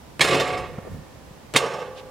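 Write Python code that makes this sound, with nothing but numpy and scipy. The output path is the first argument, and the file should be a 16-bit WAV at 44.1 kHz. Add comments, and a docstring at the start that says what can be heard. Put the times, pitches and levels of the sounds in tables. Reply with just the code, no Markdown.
"""An outdoor court: two basketball shots hit the steel rim of a glass backboard.
Each time the ball slaps the rim with a hollow thump and the sprung mount slams against its stop.
The rebounding rim knocks its bracket, the board chatters until the shaking dies, and the hoop rings on.
Soft thuds and scuffs come between, over wind rumble and a faint outdoor rush."""
import sys
import numpy as np
from scipy import signal
from scipy.fft import rfft, irfft
from scipy.io import wavfile

SR = 44100
rng = np.random.default_rng(int(sys.argv[2]) if len(sys.argv) > 2 else 0)


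def dump_mix(stems):
    """Bounce the given channels to the path in sys.argv[1] as a 16-bit WAV at rate SR."""
    frames = np.atleast_2d(stems).T  # one column per channel
    limited = np.clip(frames, -1, 1)  # hard clip at full scale
    pcm = np.round(limited * 32767).astype(np.int16)
    wavfile.write(sys.argv[1], SR, pcm)


N = 92610
T = np.arange(N) / SR
BIN_HZ = np.maximum(np.fft.rfftfreq(N, 1 / SR), 1)


def amp(db):
    """Decibels to gain."""
    return 10 ** (np.asarray(db) / 20)


def unit(x):
    """Scale to rms 1."""
    return x / np.sqrt(np.mean(x ** 2))


def pan(db):
    """Left and right gains; positive leans left."""
    return amp(np.array([[db], [-db]]) / 2)


def equalise(x, eq):
    """Shape a sound with an EQ curve and roll off the lows beneath it, at rms 1."""
    hz, db = np.array(eq).T
    curve = amp(np.interp(np.log(BIN_HZ), np.log(hz), db))
    low_cut = np.minimum(BIN_HZ / hz[0], 1) ** 2
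    return unit(irfft(rfft(x) * curve * low_cut, N))


def noise(eq, width):
    """Shaped stereo noise; width is the side-to-mid ratio, opening up in the top treble."""
    mid, side = rng.standard_normal((2, N))
    spread = np.minimum(width * (1 + (BIN_HZ / 8400) ** 4), 1)
    stereo = (rfft(mid) + spread * rfft(side) * np.array([[1], [-1]])) / np.hypot(1, spread)
    return equalise(irfft(stereo, N), eq)


def envelope(start, rise, hold, t60):
    """Linear attack, hold, exponential release; times in seconds."""
    age = T - start
    attack = np.clip(age / max(rise, 1 / SR), 0, 1)
    return attack * amp(-60 * np.maximum(age - rise - hold, 0) / t60)


def tone(hz, waver, waver_hz):
    """A partial of rms 1 whose level and phase wander."""
    f = np.fft.fftfreq(N, 1 / SR)
    slow_band = (f > 0) * np.exp(-(f / waver_hz) ** 2)
    drift = np.fft.ifft(np.fft.fft(rng.standard_normal(N)) * slow_band)
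    wobble = np.exp(waver * (unit(drift.real) / 2 + 2j * unit(drift.imag)))
    return unit(np.real(wobble * np.exp(2j * np.pi * (hz * T + rng.random()))))


def chord(modes, shot, waver, waver_hz):
    """All partials of a mode table at their levels for one shot."""
    return sum(amp(levels[shot]) * tone(hz, waver, waver_hz) for hz, *levels in modes)


def pulse(start, db, hz, swell):
    """A short pitched hit that builds for swell seconds, then dies away."""
    age = np.maximum(T - start, 0)
    return -amp(db) * age / swell * np.exp(1 - age / swell) * np.sin(2 * np.pi * hz * age)


# Crisp tick at first touch: start_s, level_db
TICKS = [(0.1941, -31), (1.5384, -26)]
# Bright tick EQ: freq_hz, gain_db
TICK_EQ = [(300, -27), (1200, -0.5), (3000, -5), (9000, -6), (15000, -26)]
# Ball slapping the rim: start_s, level_db
SLAPS = [(0.195, -22.5), (1.5379, -29), (1.547, -22), (1.555, -24)]
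# Full low-mid slap EQ: freq_hz, gain_db
SLAP_EQ = [(50, -28), (140, -8), (250, -0.5), (450, 0), (1100, -8.5), (3000, -10.5), (5000, -22),
           (10000, -33), (16000, -50)]
# Thump of the ball's hollow body: start_s, level_db
THUMPS = [(0.197, -27), (1.543, -26)]
def ball():
    """The ball ticks and slaps on the rim and presses it down with a hollow thump."""
    tick = sum(amp(db) * envelope(start, 0.0001, 0.00025, t60=0.025) for start, db in TICKS)
    slap = sum(amp(db) * envelope(start, 0.00038, 0.0011, t60=0.075) for start, db in SLAPS)
    thump = sum(pulse(start, db, hz=138.8, swell=0.0098) for start, db in THUMPS)
    return tick * noise(TICK_EQ, width=0.37) + slap * noise(SLAP_EQ, width=0.098) + thump


# Mount hitting its stop: start_s, crash_db, rise_s, hold_s, pan_db
SLAMS = [(0.2064, -17, 0.0038, 0.0058, 1), (1.5617, -14, 0.00021, 0.0054, -0.5)]
# Hard, broad crash EQ: freq_hz, gain_db
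SLAM_EQ = [(35, -56), (60, -61), (150, -9), (280, -13.5), (430, -1.5), (720, -7), (880, -5), (1170, -9),
           (1400, -11.5), (2190, -6.5), (2580, -7.5), (3340, -8.5), (5500, -13.5), (8700, -13),
           (12000, -25.5), (16000, -30)]
# Clang of the mount: pitch_hz, first_shot_db, second_shot_db
MOUNT_MODES = [(1148, -29, 0.5), (1751, 1.5, -29), (2090, -13, -5), (2457, -18, -34), (2726, -4, 1.5),
               (3254, -3, -6), (3620, -22, -1), (4230, -2, -11), (5100, -11, -12), (6470, -12, -10),
               (6860, -9, -22), (8520, -8, -20), (9050, -27, -12)]
# Steel meeting steel dead on: start_s, level_db, pitch_hz, swell_s
CRACKS = [(0.2072, -9.5, 2240, .002), (0.2143, -7, 4000, .0005), (0.2158, -9, 2300, .0008),
          (1.557, -17, 2500, .002), (1.562, 1.5, 2100, .00025)]
def mount():
    """The sprung mount slams against its stop with a crack and rings briefly."""
    wash = noise(SLAM_EQ, width=0.13)
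    out = sum(pulse(*crack) for crack in CRACKS)
    for shot, (start, db, rise, hold, pan_db) in enumerate(SLAMS):
        crash = amp(db) * wash * envelope(start, rise, hold, t60=0.1)
        modes = chord(MOUNT_MODES, shot, waver=0.9, waver_hz=59)
        clang = amp(-20) * modes * envelope(start, rise, hold / 2, t60=0.098)
        out = out + pan(pan_db) * (crash + clang)
    return out


# Shudder after each shot: start_s, level_db, swell_s, sag_db_per_s, length_s, tilt_db_per_octave, pan_db
SHAKES = [(0.215, -20, 0.12, 36.5, 0.42, -0.5, -0.5), (1.57, -26, 0.06, 35, 0.24, -0.42, -1.5)]
def shudder(shot, hz, sag_share=1):
    """Gain of the shaking at one pitch: the bass swells late and booms, the treble sags first."""
    start, db, swell, sag, length, tilt, _ = SHAKES[shot]
    age = np.maximum(T - start, 0)
    octaves = np.log2(hz / 700)
    bass_lag_db = 9.5 * np.clip(1 - octaves / 2.1, 0, 1) * np.maximum(1 - age / swell, 0)
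    force = amp(db - SHAKES[0][1])  # relative to the first shot
    boom_db = 5.5 * force * np.exp(-np.log2(hz / 310) ** 2 - ((age - swell) / 0.048) ** 2)
    sag_db = sag_share * sag * np.maximum(age - swell, 0)
    treble_sag_db = 12 * max(octaves, 0) * (age - swell)
    # As the shaking ends, lingering modes are choked hardest and all take on the full sag rate.
    choke_db = (5 + 14 * max(1 - sag_share, 0)) * np.clip((age - length) / 0.078, 0, 1)
    tail_db = (1 - sag_share) * sag * np.maximum(age - length, 0)
    loss_db = bass_lag_db + sag_db + treble_sag_db + choke_db + tail_db
    attack = np.minimum(age / 0.0024, 1)
    return amp(db + tilt * octaves + boom_db - loss_db) * attack


# Boxy rattle EQ: freq_hz, gain_db
CHATTER_EQ = [(35, -51), (60, -18.5), (136, -9.5), (280, -10), (440, -0.5), (560, -3.5), (800, -7.5),
              (1000, -9.5), (1170, -2), (1440, -12.5), (2140, -7.5), (2410, -15.5), (2650, -8), (3270, -14),
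              (7200, -25.5), (9350, -27.5), (16000, -49)]
def chatter(shot):
    """Dense small contacts rattle the board; each octave band rides the shudder."""
    contacts_per_s, scatter_db = 900, 3.5
    contacts = (rng.random(N) < contacts_per_s / SR) * rng.choice([-1, 1], N)
    contacts = contacts * amp(scatter_db * rng.standard_normal(N))
    burst = noise([(20, 0), (20000, 0.009)], width=0.15) * envelope(0, 0, 0, t60=0.086)
    rattle = irfft(rfft(contacts) * rfft(burst), N)
    spectrum = rfft(equalise(rattle, CHATTER_EQ))
    out = 0
    for hz in 62.5 * 2. ** np.arange(9):
        band = np.maximum(1 - abs(np.log2(BIN_HZ / hz)), 0)
        out = out + shudder(shot, hz) * irfft(spectrum * band, N)
    return out


# Body of board and frame: pitch_hz, first_shot_db, second_shot_db, sag_share
FRAME_MODES = [(136, -6, -9, 1.6), (178, -9, -14, 1.6), (264, -8, -16, 1.5), (324, -8, -16, 1.3),
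               (368, -1, -11, 2), (422, -8, -7, 1), (439, -1, -11, 1.2), (550, 1, 0, 1.15),
               (582, -6, -9, 1.4), (679, -6, -6, 1.5), (732, -2.5, -9, .2), (879, -8, -6, .8),
               (985, -16, -8, 1), (1136, -5, -4, .4), (1165, -7, -11, .6), (1265, -11, -9, .3),
               (1453, -20, -12, .7), (1559, -14, -9, .7), (1682, -9, -18, 1.4), (2060, -11, -18, .5),
               (2135, -10, -17, .8), (2256, -13, -16, .3), (2444, -16, -15, .8), (2547, -7, -16, .4),
               (2659, -15, -13, .7), (2726, -12, -14, .4)]
def board():
    """The shaken backboard chatters, and the modes of its frame sing along."""
    out = 0
    for shot, (*_, pan_db) in enumerate(SHAKES):
        rattle = chatter(shot)
        body = sum(amp(levels[shot]) * shudder(shot, hz, sag_share) * tone(hz, waver=0.38, waver_hz=11)
                   for hz, *levels, sag_share in FRAME_MODES)
        out = out + pan(pan_db) * (amp(-1) * rattle + amp(-10.5) * body)
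    return out


# Knocks as the rim springs up and down: start_s, level_db
KNOCKS = [(0.242, -21.5), (0.271, -33), (0.344, -22.5), (0.398, -20.5), (0.4754, -32), (0.526, -39.5),
          (0.5754, -34.5), (1.736, -38.5), (1.792, -42.5)]
# Mid-heavy knock EQ: freq_hz, gain_db
KNOCK_EQ = [(100, -2), (500, 10), (1200, -3.5), (1700, -0.5), (2700, -1), (3600, -14), (5000, -6),
            (8500, -24.5), (12000, -20), (16000, -32)]
# Thin pings of bracket and bolts: pitch_hz, first_shot_db, second_shot_db
PING_MODES = [(2762, -3, 0), (3063, -3, 1), (3575, 0, -6), (3704, -8, -1), (4097, -9, -3), (4145, -5, -14),
              (5141, -6, -14), (5276, -12, -4), (5534, -16, -3), (6374, -9, -14), (7111, -6, -12),
              (7450, -10, -10), (7876, -10, -18), (8520, -14, -11), (9001, -4, -20)]
def bracket():
    """Each rebound of the rim knocks the bracket, whose thin modes ping and shimmer with the shudder."""
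    knocks = sum(amp(db) * envelope(start, 0.0024, 0.0081, t60=0.094) for start, db in KNOCKS)
    out = knocks * noise(KNOCK_EQ, width=0.13)
    for shot, (shake_start, *_) in enumerate(SHAKES):
        strikes = sum(amp(db) * envelope(start, 0.00016, 0, t60=0.12)
                      for start, db in KNOCKS if 0 < start - shake_start < 1)
        drive = amp(-13) * strikes + amp(-26) * shudder(shot, hz=5200)
        out = out + drive * chord(PING_MODES, shot, waver=0.85, waver_hz=28)
    return out


# Long ring of the hoop: pitch_hz, first_shot_db, second_shot_db, t60_s
HOOP_MODES = [(409, -50, -43, 2.5), (517, -47, -38, 4), (829, -62, -46, 3.5), (877.5, -56, -44, 2),
              (1050, -48, -53, 2.5), (1147, -44, -42, 1.3), (1448, -54, -49, 1.6), (1588, -54, -50, 1.6),
              (1750, -49, -62, 2.5), (1809, -49, -60, 2.5), (1863, -50, -63, 2.5)]
def hoop():
    """The steel hoop rings freely after each slam."""
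    return sum(amp(levels[shot]) * tone(hz, waver=0.06, waver_hz=24) * envelope(start, 0.0072, 0, t60)
               for shot, (start, *_) in enumerate(SLAMS) for hz, *levels, t60 in HOOP_MODES)


# Soft low thuds: start_s, level_db, pitch_hz, swell_s
THUDS = [(0.783, -23, 176, 0.0026), (0.897, -45, 81, 0.0047), (0.927, -38, 130, 0.0043),
         (0.951, -33.5, 146.3, 0.0068), (1.308, -31, 158, 0.0022)]
def thuds():
    """Dull bumps between the shots, a little to the right."""
    return sum(pulse(*thud) for thud in THUDS) * pan(-2.2)


# Light scuffs: peak_time_s, level_db, centre_hz, spread_s
SCUFFS = [(0.788, -32, 546, 0.004), (0.853, -41.5, 500, 0.0061), (0.872, -36, 445, 0.0079),
          (1.986, -45.5, 2920, 0.016)]
def scuffs():
    """Brief brushes of band-limited noise that fade in and out."""
    out = 0
    for peak_time, db, hz, spread in SCUFFS:
        eq = [(hz / 4, -18), (hz, 0), (hz * 1.27, -2), (hz * 3, -20), (hz * 8, -45)]
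        fade = np.exp(-((T - peak_time) / spread) ** 2 / 2)
        out = out + amp(db) * fade * noise(eq, width=0.54)
    return out


# Rise and fall of the wind: time_s, level_db
GUSTS = [(0, -48), (.2, -49), (.4, -46.5), (.7, -40), (.82, -49.5), (.93, -33), (1.1, -52), (1.35, -48.5),
         (1.7, -55.5), (2.1, -50.5)]
# Deep rumble EQ: freq_hz, gain_db
WIND_EQ = [(20, -16), (45, -4), (75, 2), (120, -2), (250, -9.5), (600, -47)]
def wind():
    """Wind rumbles on the microphone, heavier on the right."""
    times, levels = np.array(GUSTS).T
    return noise(WIND_EQ, width=0.37) * amp(np.interp(T, times, levels)) * pan(-5)


# Soft ambience EQ: freq_hz, gain_db
AIR_EQ = [(59, -45), (100, -2), (166, -4), (206, -4), (229, -2.5), (481, -5.5), (854, -6.5), (991, -8),
          (1330, -14), (3940, -20.5), (5420, -21.5), (16000, -31.5)]
def air():
    """A faint, wide bed of steady outdoor rush."""
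    return amp(-47.5) * noise(AIR_EQ, width=0.81)


def scene():
    """Both shots and the court around them."""
    return ball() + mount() + bracket() + board() + hoop() + air() + thuds() + scuffs() + wind()


# Stereo lean of the microphone pair: freq_hz, left_minus_right_db
BALANCE = [(60, 1), (380, -0.5), (1200, -2), (2380, -5.5), (4400, -0.7), (8000, 0)]
def record(dry):
    """The microphones favour the right in the upper mids; peaks clip at full scale and the top is cut."""
    hz, db = np.array(BALANCE).T
    lean_db = np.interp(np.log(BIN_HZ), np.log(hz), db)
    heard = irfft(rfft(dry) * amp(np.array([lean_db, -lean_db]) / 2), N)
    lowpass = signal.ellip(8, .2, 70, 15850, fs=SR, output="sos")
    return signal.sosfilt(lowpass, np.clip(heard, -1, 1))


dry = scene()
out = record(dry)
dump_mix(out)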